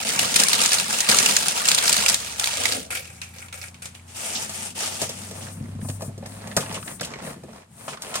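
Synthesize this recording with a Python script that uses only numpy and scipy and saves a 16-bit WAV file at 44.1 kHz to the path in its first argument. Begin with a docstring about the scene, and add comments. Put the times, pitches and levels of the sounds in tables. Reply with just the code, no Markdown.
"""Stiff packing paper is dragged from a cardboard box, crumples and settles on a small room's floor.
Then an arm reaches in: sleeve and hand rub the walls; the carton inside is nudged, lifted and drops back.
Outside, an engine slowly gathers speed over the noise of the quiet room.
Creases, cloth and cardboard are shaped noise bursts; folds, panel modes and engine orders are sines."""
import sys
import numpy as np
from scipy import signal
from scipy.fft import rfft, irfft, next_fast_len
from scipy.io import wavfile

SR = 44100
rng = np.random.default_rng(int(sys.argv[2]) if len(sys.argv) > 2 else 0)


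def bounce(signal):
    """Save signal as a 16-bit WAV file at the path given by the first command-line argument."""
    frames = np.transpose(np.atleast_2d(signal))
    limited = np.clip(frames, -1, 1)
    pcm = np.round(limited * 32767).astype(np.int16)
    wavfile.write(sys.argv[1], SR, pcm)


N = 361619
TIME = np.arange(N) / SR
TAIL = TIME[:2 ** 14]

# Levels in the tables are relative: source gains and filters follow.
# tugs on the paper: start_s, length_s, rustle_db, flapping_db
TUGS = [(-0.02, 0.054, -20.5, -41), (0.046, 0.25, -21, -42), (0.168, 0.19, -20.5, -40),
        (0.343, 0.025, -12, -35), (0.38, 0.046, -12.5, -35.5), (0.444, 0.14, -20.5, -45.5),
        (0.51, 0.13, -20.5, -41.5), (0.574, 0.11, -17, -46.5), (0.699, 0.078, -16.5, -44),
        (0.773, 0.11, -22.5, -43), (0.885, 0.28, -20, -47), (1.073, 0.2, -14, -35.5),
        (1.261, 0.25, -19, -43), (1.481, 0.048, -27, -45.5), (1.537, 0.59, -19, -44),
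        (1.82, 0.32, -21.5, -46.5), (2.18, 0.64, -29.5, -53), (2.38, 0.37, -24.5, -58),
        (2.63, 0.13, -25.5, -46.5), (2.767, 0.04, -49, -38.5)]
# sheet tail dragging over the flap edge: start_s, length_s, level_db
FLAP_DRAGS = [(2.562, 0.06, -33), (2.62, 0.07, -41), (2.69, 0.1, -35), (2.77, 0.2, -49)]
# big creases snapping through: start_s, level_db, pitch_hz, fall_s
SNAPS = [(0.1913, -5.5, 2900, .0035), (0.23, -15, 2450, 0.0025), (0.3414, -8.5, 6040, 0.0026),
         (0.3605, -3.5, 8670, 0.0039), (0.3903, -12, 3440, .004), (0.4, -6.5, 8050, 0.0046),
         (0.4347, -3, 8500, 0.0028), (0.4839, -4, 9000, 0.0021), (0.5305, -5, 4000, 0.0038),
         (0.6368, -3, 8000, 0.0016), (0.659, -6.5, 7000, 0.0036), (0.7188, -9, 5370, 0.0021),
         (0.7312, -5.5, 8660, 0.0027), (0.741, -10.5, 7000, .004), (0.7844, -10, 4300, 0.0024),
         (0.7984, -4.5, 2780, 0.0016), (1.0041, -9, 7150, 0.0048), (1.0914, -7.5, 4460, .003),
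         (1.0976, -5, 9260, .003), (1.114, -4, 4500, 0.0026), (1.1857, -3, 6900, 0.0036),
         (1.2589, -4.5, 2820, 0.0048), (1.3096, -12, 4600, .003), (1.3653, -2.5, 6400, 0.0031),
         (1.483, -2, 9100, 0.0014), (1.6533, -13.5, 7400, 0.0052), (1.6853, -4.5, 6750, 0.0046),
         (1.715, -1, 3480, 0.0022), (1.7458, -6.5, 8600, 0.004), (1.7787, -5, 2860, 0.0017),
         (1.784, -7.5, 3500, 0.0041), (1.878, -4, 4860, 0.0031), (1.8936, -4, 7400, 0.0035),
         (1.927, -4, 7500, 0.0033), (1.942, -11, 5000, 0.0018), (1.9664, -2.5, 4190, 0.0016),
         (2.0611, -4.5, 2550, 0.0027), (2.083, -5, 5370, 0.0026), (2.088, -2.5, 7900, 0.0026),
         (2.097, -3, 8060, 0.0022), (2.1431, -2, 7500, 0.0019), (2.261, -24, 2380, 0.0047),
         (2.3965, -6, 8360, 0.0021), (2.4414, -5.5, 3700, 0.0015), (2.4573, -14, 5870, 0.0032),
         (2.472, -8, 2430, .002), (2.5711, -10, 8540, 0.0013), (2.6355, -11, 7500, 0.0018),
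         (2.6545, -7.5, 2070, 0.0038), (2.721, -15, 4500, 0.007)]
# sheet unfolding in fits on the floor: start_s, length_s, level_db
UNFOLDINGS = [(2.904, 0.083, -28.5), (3.0, 0.46, -43), (3.216, 0.018, -38), (3.36, 0.11, -39.5),
              (3.525, 0.038, -37.5), (3.575, 0.11, -36), (3.82, 0.053, -34), (3.945, 0.036, -41)]
# folds of the fallen sheet popping open: start_s, level_db, pitch_hz
POPS = [(2.9117, -21, 2070), (2.952, -18.5, 2840), (3.0536, -29, 2560), (3.2162, -18.5, 2500),
        (3.3505, -37, 2300), (3.3841, -29, 5990), (3.4834, -32.5, 2400), (3.527, -21.5, 2340),
        (3.6284, -29, 2500), (3.7435, -32.5, 2540), (3.8233, -26, 8800), (3.8571, -23.5, 8900),
        (3.9497, -30, 3030)]
# sleeve strokes along the box: start_s, length_s, level_db
SLEEVE_STROKES = [(4.06, 0.27, -45), (4.14, 0.2, -33.5), (4.32, 0.14, -30), (4.46, 0.25, -35.5),
                  (4.745, 0.15, -30), (4.87, 0.12, -34), (4.98, 0.091, -31.5), (5.09, 0.24, -38),
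                  (5.33, 0.14, -36.5), (5.44, 0.14, -41.5), (5.52, 0.22, -52), (5.8, 0.17, -37),
                  (5.99, 0.081, -37), (6.255, 0.13, -41), (6.38, 0.27, -44), (6.57, 0.05, -33),
                  (6.62, 0.17, -40), (6.78, 0.19, -35.5), (7.21, 0.11, -37), (7.48, 0.12, -53.5),
                  (7.7, 0.14, -50), (7.76, 0.19, -41), (8.0, 0.62, -36)]
# cuff rasping on a cut cardboard edge: start_s, length_s, level_db
RASPS = [(4.352, 0.025, -23.5), (4.79, 0.23, -40), (5.41, 0.031, -34), (6.605, 0.027, -31.5),
         (6.742, 0.023, -30), (7.03, 0.028, -30), (7.88, 0.046, -33.5), (8.14, 0.072, -28.5)]
# shoves scraping the carton along the wall: start_s, length_s, level_db
SHOVES = [(4.75, 0.13, -32.5), (5.01, 0.13, -39), (5.29, 0.25, -42), (5.45, 0.29, -53), (5.55, 0.62, -54),
          (6.2, 0.54, -44), (6.58, 0.22, -36.5), (6.85, 0.075, -38), (6.99, 0.22, -40), (7.17, 0.18, -38.5),
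          (7.46, 0.18, -48), (7.77, 0.2, -44), (7.87, 0.081, -42), (7.99, 0.26, -38), (8.09, 0.18, -40)]
# low shudder of the walls under the arm: time_s, level_db
SHUDDER = [(4.06, -81), (4.44, -53.5), (4.7, -57.5), (5.77, -44), (6.36, -52.5), (6.72, -45.5),
           (6.96, -49.5), (7.28, -48.5), (7.4, -54), (7.56, -52), (7.66, -76), (7.71, -56), (8.19, -60)]
# knocks on cardboard: start_s, level_db, tick_db, panel_pitch_hz
KNOCKS = [(4.495, -30.5, -26, 1210), (5.016, -17.5, -15.5, 620), (5.092, -27.5, -22, 560),
          (5.311, -30.5, -31, 454), (5.848, -32, -50, 890), (5.887, -28.5, -28.5, 610),
          (6.008, -25.5, -38, 890), (6.02, -22.5, -30.5, 645), (6.087, -31, -67, 583),
          (6.178, -33, -39, 418), (6.225, -30, -53, 634), (6.26, -31.5, -32.5, 680), (6.473, -30, -33, 600),
          (6.5657, -11.5, -10.5, 472), (6.571, -13, -23, 1670), (6.577, -20, -41, 740),
          (6.725, -30, -29, 605), (7.009, -23.5, -21.5, 480), (7.048, -48, -24, 594),
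          (7.271, -26, -51, 500), (7.361, -36, -56, 385), (7.435, -32, -45, 400), (7.484, -33.5, -67, 516),
          (7.88, -21, -43, 1120), (8.02, -33, -24.5, 1110), (8.155, -18, -18, 1300)]
# cardboard edges slipping free: start_s, level_db, pitch_hz
TICKS = [(5.468, -32, 1600), (5.814, -34.5, 1810), (5.899, -25, 6550), (6.258, -28, 1800),
         (6.514, -26.5, 1800), (6.66, -27, 2570), (6.745, -23.5, 2890), (6.827, -25.5, 1330),
         (6.878, -22, 1800), (6.997, -25.5, 3820), (7.0121, -20.5, 1480), (7.137, -21.5, 2100),
         (7.273, -27.5, 1490), (7.932, -25, 1290), (7.972, -27, 1200), (8.142, -22, 1230)]
# wrist bumping the wall: start_s, level_db
BUMPS = [(5.609, -26.5), (5.645, -31), (5.751, -28), (5.83, -24), (5.854, -27), (5.896, -24), (6.08, -24.5)]
# carton modes: pitch_hz, level_db, t60_s (before the damping in knocks)
CARTON_MODES = [(143, -3, 0.6), (435, -13.5, 0.57), (527, 6, 0.045), (659, 5.5, 0.14), (882, 9.5, 0.01),
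                (1240, -9.5, 0.32), (1740, -5.5, 0.19), (2490, -6.5, 0.14)]
# low wall modes: pitch_hz, level_db, t60_s
WALL_MODES = [(140, 5, 0.083), (210, -2.5, 0.098), (246, -8, 0.15)]
# engine outside: time_s, firing_rate_hz, level_db
ENGINE = [(1.6, 52, -63), (2.0, 62, -52), (2.38, 71, -55), (2.68, 73.3, -55), (3.07, 85, -52),
          (3.42, 88, -50.5), (4.0, 89, -53), (4.6, 91.4, -52.5), (4.85, 93, -56), (5.32, 96.3, -50),
          (6.1, 99.8, -50), (7.0, 105, -55)]
# engine orders: multiple_of_firing_rate, level_db
ENGINE_ORDERS = [(1, 0), (4 / 3, -7), (5 / 3, -14), (2, -7), (8 / 3, -9)]
# filter curves of the textures: frequency_hz, gain_db
PAPER_COLOUR = [(29, -40), (50, -10), (91, -16.5), (213, -1), (345, -15), (439, -9), (905, -6.5),
                (1070, -10), (1270, -4.5), (1820, -8), (2440, -5.5), (3100, -4), (7760, 0), (8970, 1),
                (11500, -11.5), (16000, -15.5)]
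FALLEN_PAPER_COLOUR = [(210, -55), (350, -23), (467, -22.5), (506, -10.5), (653, -22), (817, -13),
                       (1010, -31), (1300, -16.5), (1910, -18), (2390, -17.5), (4040, -24.5), (8710, -15.5),
                       (16000, -34.5)]
SLEEVE_COLOUR = [(59, -39), (100, -29), (119, 4.5), (224, 12.5), (289, -0.5), (424, -9.5), (836, -6.5),
                 (1030, -14), (1230, -7.5), (1580, -11), (2800, -6.5), (4110, -11), (8640, 15), (16000, -4)]
BOARD_COLOUR = [(29, -14), (50, 0), (101, -16), (125, -2.5), (223, 0.5), (329, -19), (678, -18),
                (822, -23.5), (1100, -21), (1580, -26.5), (1820, -25), (3180, -30), (6090, -34)]
WHISPER_COLOUR = [(4000, -16), (7000, -8), (9000, 2.5), (11000, -10), (16000, -16.5)]
AMBIENCE_COLOUR = [(18, -36), (30, -26), (86, 4.5), (526, -15), (721, -10.5), (5740, -24.5), (8740, -17),
                   (16000, -39)]
SNAP_COLOUR = [(500, -4.5), (9000, 2.5), (11500, -0.5), (16000, -4.5)]
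POP_COLOUR = [(600, -1.5), (2400, 0), (5000, -4.5), (8800, -1.5), (11500, -9), (16000, -11)]
TICK_COLOUR = [(400, 3), (1800, 2), (4500, -3.5), (7000, -7), (16000, -28)]
# left microphone port resonates in the treble: frequency_hz, left_minus_right_db
PORT_TILT = [(240, 1), (310, 6.5), (430, 0.5), (1000, -0.5), (2000, -3), (2800, 0.5), (4500, -5),
             (6900, 0.5), (8900, 12.5), (11000, 10), (15500, 3)]

AMBIENCE_DB = -50.5
DIP_AT_S, DIP_HALF_WIDTH_S, DIP_DB = 7.67, 0.05, -8
BOX_T60_S, ROOM_T60_S = 0.35, 0.22
CUTOFF_HZ = 16000
TUG_ATTACK_S, TUG_SAG_DB, TUG_RELEASE_S = 0.02, 4.5, 0.04
UNFOLD_ATTACK_S, UNFOLD_SAG_DB, UNFOLD_RELEASE_S = 0.0013, 5.5, 0.024
RASP_ATTACK_S, RASP_SAG_DB, RASP_RELEASE_S = 0.0011, 6.5, 0.02
RASP_LOW_HZ, RASP_HIGH_HZ = 2260, 4320
STROKE_EASE_S = 0.012
SNAP_PAN_DB, PAN_SCATTER_DB = -0.5, 1  # left minus right
FACET_HZ, FACET_WIDTH_HZ = 2380, 450
# bend: scale of the random phase curvature; fall: cycles to 1/e
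FOLD_LOW_HZ, FOLD_HIGH_HZ, FOLD_FALL_CYCLES, FOLD_BEND_PER_S = 420, 2800, 7, 3
THUMP_LOSS_DB_PER_OCTAVE = 18  # above 400 Hz panel pitch: large, low panels move more air
BOOM_HZ, BOOM_HALF_WIDTH_HZ, BOOM_DB = 99, 3.2, 13


def from_db(db):
    """Amplitude factor of a level."""
    return 10 ** (np.asarray(db) / 20)


def rms_one(x):
    """Scales to rms 1."""
    return x / np.sqrt(np.mean(x ** 2) + 1e-20)


def in_time(rows):
    """One interpolated curve per column after the time."""
    time_s, *columns = np.transpose(rows)
    return [np.interp(TIME, time_s, column) for column in columns]


def during(rows):
    """Gate over the span of a table, with short fades."""
    first_s, last_s = rows[0][0], rows[-1][0]
    return np.interp(TIME, [first_s - .02, first_s, last_s, last_s + .04], [0, 1, 1, 0])


def panned(pan_db):
    """Left and right gains for a level difference."""
    return from_db(np.array([[.5], [-.5]]) * pan_db)


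def drift(rate_hz):
    """Slow random curve of rms 1, with rate_hz knots per second."""
    knots = rng.standard_normal(4000)
    return rms_one(np.interp(TIME * rate_hz, np.arange(len(knots)), knots))


def band(x, low_hz, high_hz, order=3):
    """Causal band-pass."""
    edges_hz = [low_hz, min(high_hz, .48 * SR)]
    return signal.sosfilt(signal.butter(order, edges_hz, "band", fs=SR, output="sos"), x + 1e-18)


def convolve(x, response):
    """Convolution cut to the scene's length."""
    return signal.oaconvolve(np.atleast_2d(x), np.atleast_2d(response), axes=-1)[:, :N]


def coloured(x, points):
    """Causal minimum-phase filter through the points of a spectrum."""
    hz, db = np.transpose(points)
    grid_hz = np.fft.rfftfreq(4096, 1 / SR)
    gain_db = np.interp(np.log(grid_hz + 1), np.log(hz), db)
    cepstrum = irfft(np.log(from_db(gain_db)))
    # folding the cepstrum onto positive time gives minimum phase
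    fold = np.r_[1, np.full(len(grid_hz) - 2, 2), 1, np.zeros(len(grid_hz) - 2)]
    return convolve(x, irfft(np.exp(rfft(cepstrum * fold))))


def add(out, start_s, sound):
    """Mixes a sound in at start_s."""
    start = round(start_s * SR)
    out[:, start:start + sound.shape[-1]] += sound[..., :N - start]


def port_noise(size, alike, lag):
    """Noise at two ports: same in the bass, partly alike above, late on the left by lag samples."""
    mid, side = rng.standard_normal((2, size))
    hz = np.fft.rfftfreq(size, 1 / SR)
    apart = (1 - np.clip(alike, 0, 1)) / (1 + (325 / (hz + 1)) ** 7)
    shared = rfft(mid) * np.sqrt(2 - apart)
    separate = rfft(side) * np.sqrt(apart)
    left = (shared + separate) * np.exp(-2j * np.pi * hz * lag / SR)
    return irfft([left, shared - separate], size) / np.sqrt(2)


def dying(t, fall_s, box_db, room_db):
    """Burst envelope: its own quick fall, dense reflections in the box, then the room's tail."""
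    box = from_db(box_db - 60 * t / BOX_T60_S)
    room = from_db(room_db - 60 * t / ROOM_T60_S)
    return np.sqrt(np.exp(-2 * t / fall_s) + box ** 2 + room ** 2)


def grains(per_s, spread_db, colour_db, grain, hiss_db, alike, lag):
    """Tiny bucklings or slips of very uneven size, each a burst of its own colour, over a fine hiss."""
    out, edges_hz = 0, np.r_[45, 130, np.geomspace(320, 17000, 11)]
    noises = [port_noise(next_fast_len(N), alike, lag)[:, :N] for _ in range(2)]
    born = rng.random(N) < per_s / SR
    sizes_db = spread_db * np.minimum(rng.exponential(1, N), 2.7)
    for k, (low_hz, high_hz) in enumerate(zip(edges_hz, edges_hz[1:])):
        tint_db = colour_db * rng.standard_normal(N)[born].clip(-2, 2)
        energy = np.zeros(N)
        energy[born] = from_db(sizes_db[born] + tint_db) ** 2
        envelope = rms_one(np.sqrt(np.abs(convolve(energy, grain ** 2))))
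        out = out + band(noises[k % 2] * np.hypot(envelope, from_db(hiss_db)), low_hz, high_hz, order=2)
    return out


def registers(x, split_hz):
    """Low, middle and top of a texture, each of rms 1."""
    bands_hz = [(60, 400), (400, split_hz), (split_hz, 18000)]
    return [rms_one(band(x, low_hz, high_hz, order=4)) for low_hz, high_hz in bands_hz]


def boxed(x, ring_db, wall_db):
    """Sound in the box stirs the carton's modes; a near wall returns it to each port a little later."""
    modes = sum(from_db(db) * signal.lfilter(*signal.iirpeak(hz, 14, fs=SR), x)
                for hz, db, _ in CARTON_MODES)
    echo = np.vstack([np.pad(side, (round(delay_s * SR), 0))[:N]
                      for side, delay_s in zip(x, [.0031, .0043])])
    return x + from_db(ring_db) * modes + from_db(wall_db) * band(echo, 960, 14000, order=1)


def surges(rows, attack_s, sag_db, release_s):
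    """Gain of sudden movements: each rises, sags over its length, then dies away."""
    power = 0
    for start_s, length_s, db in rows:
        t = TIME - start_s
        held = np.clip(t / attack_s, 0, 1) * from_db(db - sag_db * np.clip(t / length_s, 0, 1))
        power = power + (held * np.exp(-np.clip(t - length_s, 0, 1) / release_s)) ** 2
    return np.sqrt(power)


def strokes(rows, speed_power):
    """Gain of sliding: speed follows an arch, loudness follows speed and eases out."""
    power = np.zeros(N)
    for start_s, length_s, db in rows:
        moving = (TIME > start_s) & (TIME < start_s + length_s)
        speed = np.abs(np.sin(np.pi * (TIME[moving] - start_s) / length_s))
        power[moving] += (from_db(db) * speed ** speed_power) ** 2
    keep = np.exp(-1 / (STROKE_EASE_S * SR))
    return np.sqrt(signal.lfilter([1 - keep], [1, -keep], power + 1e-18))


def crack(hz, low_hz, ring_db, alike, lag):
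    """Broad noise of a break plus the ring of the facet beside it; rms 1."""
    broad = band(port_noise(len(TAIL), alike, lag), low_hz, 7200, order=1)
    facet = band(port_noise(len(TAIL), alike, lag), hz / 1.103, hz * 1.123, order=2)
    return rms_one(rms_one(broad) + from_db(ring_db) * rms_one(facet))


def pulled_paper(flap_db=2.5, crumple_db=-9.5, crackle_db=-3.2, fold_db=-18.5):
    """Each tug flaps the sheet, flips folds and crackles creases; its tail rumbles hollowly on the flap."""
    rustle_rows = [(s, length_s, db) for s, length_s, db, _ in TUGS]
    flap_rows = [(s, length_s, db) for s, length_s, _, db in TUGS]
    effort = surges(rustle_rows, TUG_ATTACK_S, TUG_SAG_DB, TUG_RELEASE_S)
    flapping = surges(flap_rows, TUG_ATTACK_S, TUG_SAG_DB, TUG_RELEASE_S)
    crease = dying(TAIL, fall_s=0.0015, box_db=-17, room_db=-35)
    creases = grains(per_s=520, spread_db=3.4, colour_db=4, grain=crease, hiss_db=-14, alike=0.2, lag=19.5)
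    sheet = boxed(coloured(creases, PAPER_COLOUR), ring_db=-14, wall_db=-8)
    low, middle, top = registers(sheet, split_hz=2900)
    notes = folds() * from_db(fold_db)
    rustle = effort * (middle * from_db(crumple_db) + top * from_db(crackle_db) + notes)
    hollow = band(creases, 215, 280) + band(creases, 480, 850)
    rumble = rms_one(hollow) * strokes(FLAP_DRAGS, speed_power=0.31)
    return (rustle + low * flapping * from_db(flap_db) + rumble) * panned(-0.94)


def folds(count=480, spread_db=2.0):
    """Flipping folds ring a few cycles, pitches over nearly three octaves, bending as each opens; rms 1."""
    out = np.zeros((2, N))
    t = TAIL[:len(TAIL) // 4]
    places = rng.random((count, 4))
    shapes = rng.standard_normal((count, 3)).clip(-2, 2)
    for (when, place, *phases), (size, bend, side) in zip(places, shapes):
        hz = FOLD_LOW_HZ * (FOLD_HIGH_HZ / FOLD_LOW_HZ) ** place
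        turns = hz * t * (1 + FOLD_BEND_PER_S * bend * t)
        envelope = (1 - np.exp(-turns / 2)) * np.exp(-hz * t / FOLD_FALL_CYCLES) * hz
        ring = np.sin(2 * np.pi * (turns + np.array(phases)[:, None])) * envelope
        add(out, when * TUGS[-1][0], ring * from_db(spread_db * size) * panned(PAN_SCATTER_DB * side))
    return rms_one(out)


def background():
    """Quiet room: coloured noise whose level dips briefly."""
    dip_db = DIP_DB * np.exp(-((TIME - DIP_AT_S) / DIP_HALF_WIDTH_S) ** 2)
    noise = port_noise(next_fast_len(N), alike=0.099, lag=0)
    return from_db(AMBIENCE_DB + dip_db) * rms_one(coloured(noise, AMBIENCE_COLOUR))


def snaps(rise_s=0.0006):
    """A big crease runs through the sheet in a few milliseconds; the facet beside it rings briefly."""
    out = np.zeros((2, N))
    for start_s, level_db, hz, fall_s in SNAPS:
        envelope = (1 - np.exp(-TAIL / rise_s)) ** 2 * dying(TAIL, fall_s, box_db=-26, room_db=-39)
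        burst = crack(hz, low_hz=hz / 3, ring_db=-3, alike=0.25, lag=20.2)
        pan_db = SNAP_PAN_DB + PAN_SCATTER_DB * rng.standard_normal()
        add(out, start_s, burst * envelope * from_db(level_db) * panned(pan_db))
    return boxed(coloured(out, SNAP_COLOUR), ring_db=-9, wall_db=-11)


def engine(level_db=3.5):
    """Only the lowest orders come through the wall; the room booms as they pass its resonance."""
    firing_hz, engine_db = in_time(ENGINE)
    phase = 2 * np.pi * np.cumsum(firing_hz * (1 + 0.004 * drift(6))) / SR
    hum = 0
    for multiple, db in ENGINE_ORDERS:
        boom_db = BOOM_DB / (1 + ((multiple * firing_hz - BOOM_HZ) / BOOM_HALF_WIDTH_HZ) ** 2)
        hum = hum + np.sin(multiple * phase) * from_db(db + boom_db + 2 * drift(9.6))
    return hum * from_db(engine_db + level_db) * during(ENGINE)


def settling_paper(level_db=-0.5, facet_db=-12.0):
    """Sparse creases keep giving way, farther off, and set the stiff facets ringing."""
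    unfolding = surges(UNFOLDINGS, UNFOLD_ATTACK_S, UNFOLD_SAG_DB, UNFOLD_RELEASE_S)
    crease = dying(TAIL, fall_s=0.002, box_db=-14, room_db=-20)
    creases = grains(per_s=120, spread_db=3.5, colour_db=6, grain=crease, hiss_db=-10, alike=0.15, lag=17.1)
    rustle = rms_one(boxed(coloured(creases, FALLEN_PAPER_COLOUR), ring_db=-35, wall_db=-2.5))
    half_hz = FACET_WIDTH_HZ / 2
    facets = rms_one(band(creases, FACET_HZ - half_hz, FACET_HZ + half_hz, order=2))
    return (rustle + facets * from_db(facet_db)) * from_db(level_db) * unfolding


def pops(level_db=-4.0):
    """Single folds spring open on the floor; the facet rings out and the room answers."""
    out = np.zeros((2, N))
    envelope = dying(TAIL, fall_s=0.0053, box_db=-15, room_db=-12)
    for start_s, pop_db, hz in POPS:
        burst = crack(hz, low_hz=1500, ring_db=-5, alike=0.15, lag=19.0)
        add(out, start_s, burst * envelope * from_db(pop_db + level_db))
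    return coloured(out, POP_COLOUR)


def sliding(shudder_db=5.5, scrape_db=0.94, hiss_db=-3.0, rub_db=0.0):
    """Cloth hisses and rasps over the flap; deeper in, hand and carton stick and slip, walls shudder."""
    fibre = dying(TAIL, fall_s=0.0023, box_db=-6, room_db=-32)
    slip = dying(TAIL, fall_s=0.0025, box_db=-14, room_db=-54)
    catches = grains(per_s=680, spread_db=6.5, colour_db=4, grain=fibre, hiss_db=-25, alike=0.064, lag=9.2)
    cloth = coloured(catches, SLEEVE_COLOUR)
    slips = grains(per_s=220, spread_db=3.8, colour_db=4.5, grain=slip, hiss_db=-7, alike=0.43, lag=5.4)
    board = coloured(slips, BOARD_COLOUR)
    outer = registers(boxed(cloth, ring_db=-12, wall_db=-41), split_hz=4660)
    inner = registers(boxed(board, ring_db=-12, wall_db=-47), split_hz=7600)
    # against the smooth inner wall the sleeve only whispers
    whisper = coloured(port_noise(next_fast_len(N), alike=0.13, lag=5.1), WHISPER_COLOUR)
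    inner[2] = registers(whisper, split_hz=4900)[2] * from_db(drift(30))
    depth = np.interp(TIME, [5.15, 5.6], [0, 1])  # how far the arm is inside
    sleeve = strokes(SLEEVE_STROKES, speed_power=0.39)
    shoves = strokes(SHOVES, speed_power=0.42) * from_db(scrape_db)
    scrape = np.hypot(shoves, sleeve * (1 - depth) * from_db(rub_db))
    shudder = from_db(in_time(SHUDDER)[0] + shudder_db) * during(SHUDDER)
    gains = [shudder, scrape, sleeve * from_db(hiss_db)]
    rasping = surges(RASPS, RASP_ATTACK_S, RASP_SAG_DB, RASP_RELEASE_S)
    rasp = rms_one(band(cloth, RASP_LOW_HZ, RASP_HIGH_HZ, order=2)) * rasping
    rubbing = sum(gain * (np.sqrt(1 - depth) * outside + np.sqrt(depth) * inside)
                  for gain, outside, inside in zip(gains, outer, inner))
    return rasp + rubbing


def knocks(damping=1.6, clack_db=-6.0, modes_db=-6.5, tick_gain_db=-3.5):
    """Contact gives a dull wall thump, a hollow panel clack, the carton's modes and a dry tick."""
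    out = np.zeros((2, N))
    hz, mode_db, t60_s = np.transpose(CARTON_MODES)[:, :, None]
    for start_s, level_db, tick_db, panel_hz in KNOCKS:
        thump_db = level_db - THUMP_LOSS_DB_PER_OCTAVE * np.log2(panel_hz / 400)
        noise = port_noise(len(TAIL), alike=0.85, lag=5.9)
        scattered_db = mode_db + rng.normal(0, 0.63, (2, len(hz), 1))
        strengths = from_db(scattered_db) * rng.choice([-1, 1], hz.shape)
        decay = from_db(-60 * damping * TAIL / t60_s)
        modes = np.sum(strengths * np.sin(2 * np.pi * hz * TAIL) * decay, axis=1)
        thump = rms_one(band(noise, 81, 377, order=3))
        thump = thump * dying(TAIL, fall_s=0.011, box_db=-16, room_db=-14)
        clack = rms_one(band(noise, panel_hz / 1.42, panel_hz * 1.175, order=2))
        # falls over nine cycles, so low panels last longer
        clack = clack * dying(TAIL, fall_s=9 / panel_hz, box_db=-21, room_db=-10)
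        tick = rms_one(band(noise, 3260, 9800, order=2))
        tick = tick * dying(TAIL, fall_s=0.0095, box_db=-19, room_db=-13)
        hollow = clack * from_db(clack_db) + modes / np.abs(modes).max() * from_db(modes_db)
        knock = thump * from_db(thump_db) + hollow * from_db(level_db)
        add(out, start_s, knock + tick * from_db(tick_db + tick_gain_db))
    return out


def ticks(level_db=-4.5):
    """A caught edge lets go with a short, dry, woody tick."""
    out = np.zeros((2, N))
    envelope = dying(TAIL, fall_s=0.006, box_db=-20, room_db=-26)
    for start_s, tick_db, hz in TICKS:
        burst = crack(hz, low_hz=900, ring_db=-1, alike=0.18, lag=5.3)
        add(out, start_s, burst * envelope * from_db(tick_db + level_db))
    return coloured(out, TICK_COLOUR)


def bumps(level_db=-5.0):
    """A soft contact stirs only the lowest wall modes, each with a strength of its own."""
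    out = np.zeros((2, N))
    for start_s, bump_db in BUMPS:
        for hz, db, t60_s in WALL_MODES:
            gain = from_db(bump_db + level_db + db + rng.normal(0, 1.5))
            add(out, start_s, gain * np.sin(2 * np.pi * hz * TAIL) * from_db(-60 * TAIL / t60_s))
    return band(out, 78, 370, order=2)


def scene():
    """Paper first, then the arm in the box, over the engine and the quiet room."""
    paper = pulled_paper() + snaps() + settling_paper() + pops()
    arm = sliding() + knocks() + ticks() + bumps()
    return paper + arm + engine() + background()


def record(dry):
    """Each port has its own colour at the same total power; the top is cut."""
    hz, tilt_db = np.transpose(PORT_TILT)
    gains = panned(tilt_db)
    port_db = 20 * np.log10(gains / np.sqrt(np.mean(gains ** 2, axis=0)))
    heard = np.vstack([coloured(x, np.c_[hz, db]) for x, db in zip(dry, port_db)])
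    return signal.sosfilt(signal.ellip(10, .3, 70, CUTOFF_HZ, fs=SR, output="sos"), heard).clip(-1, 1)


dry = scene()
out = record(dry)
bounce(out)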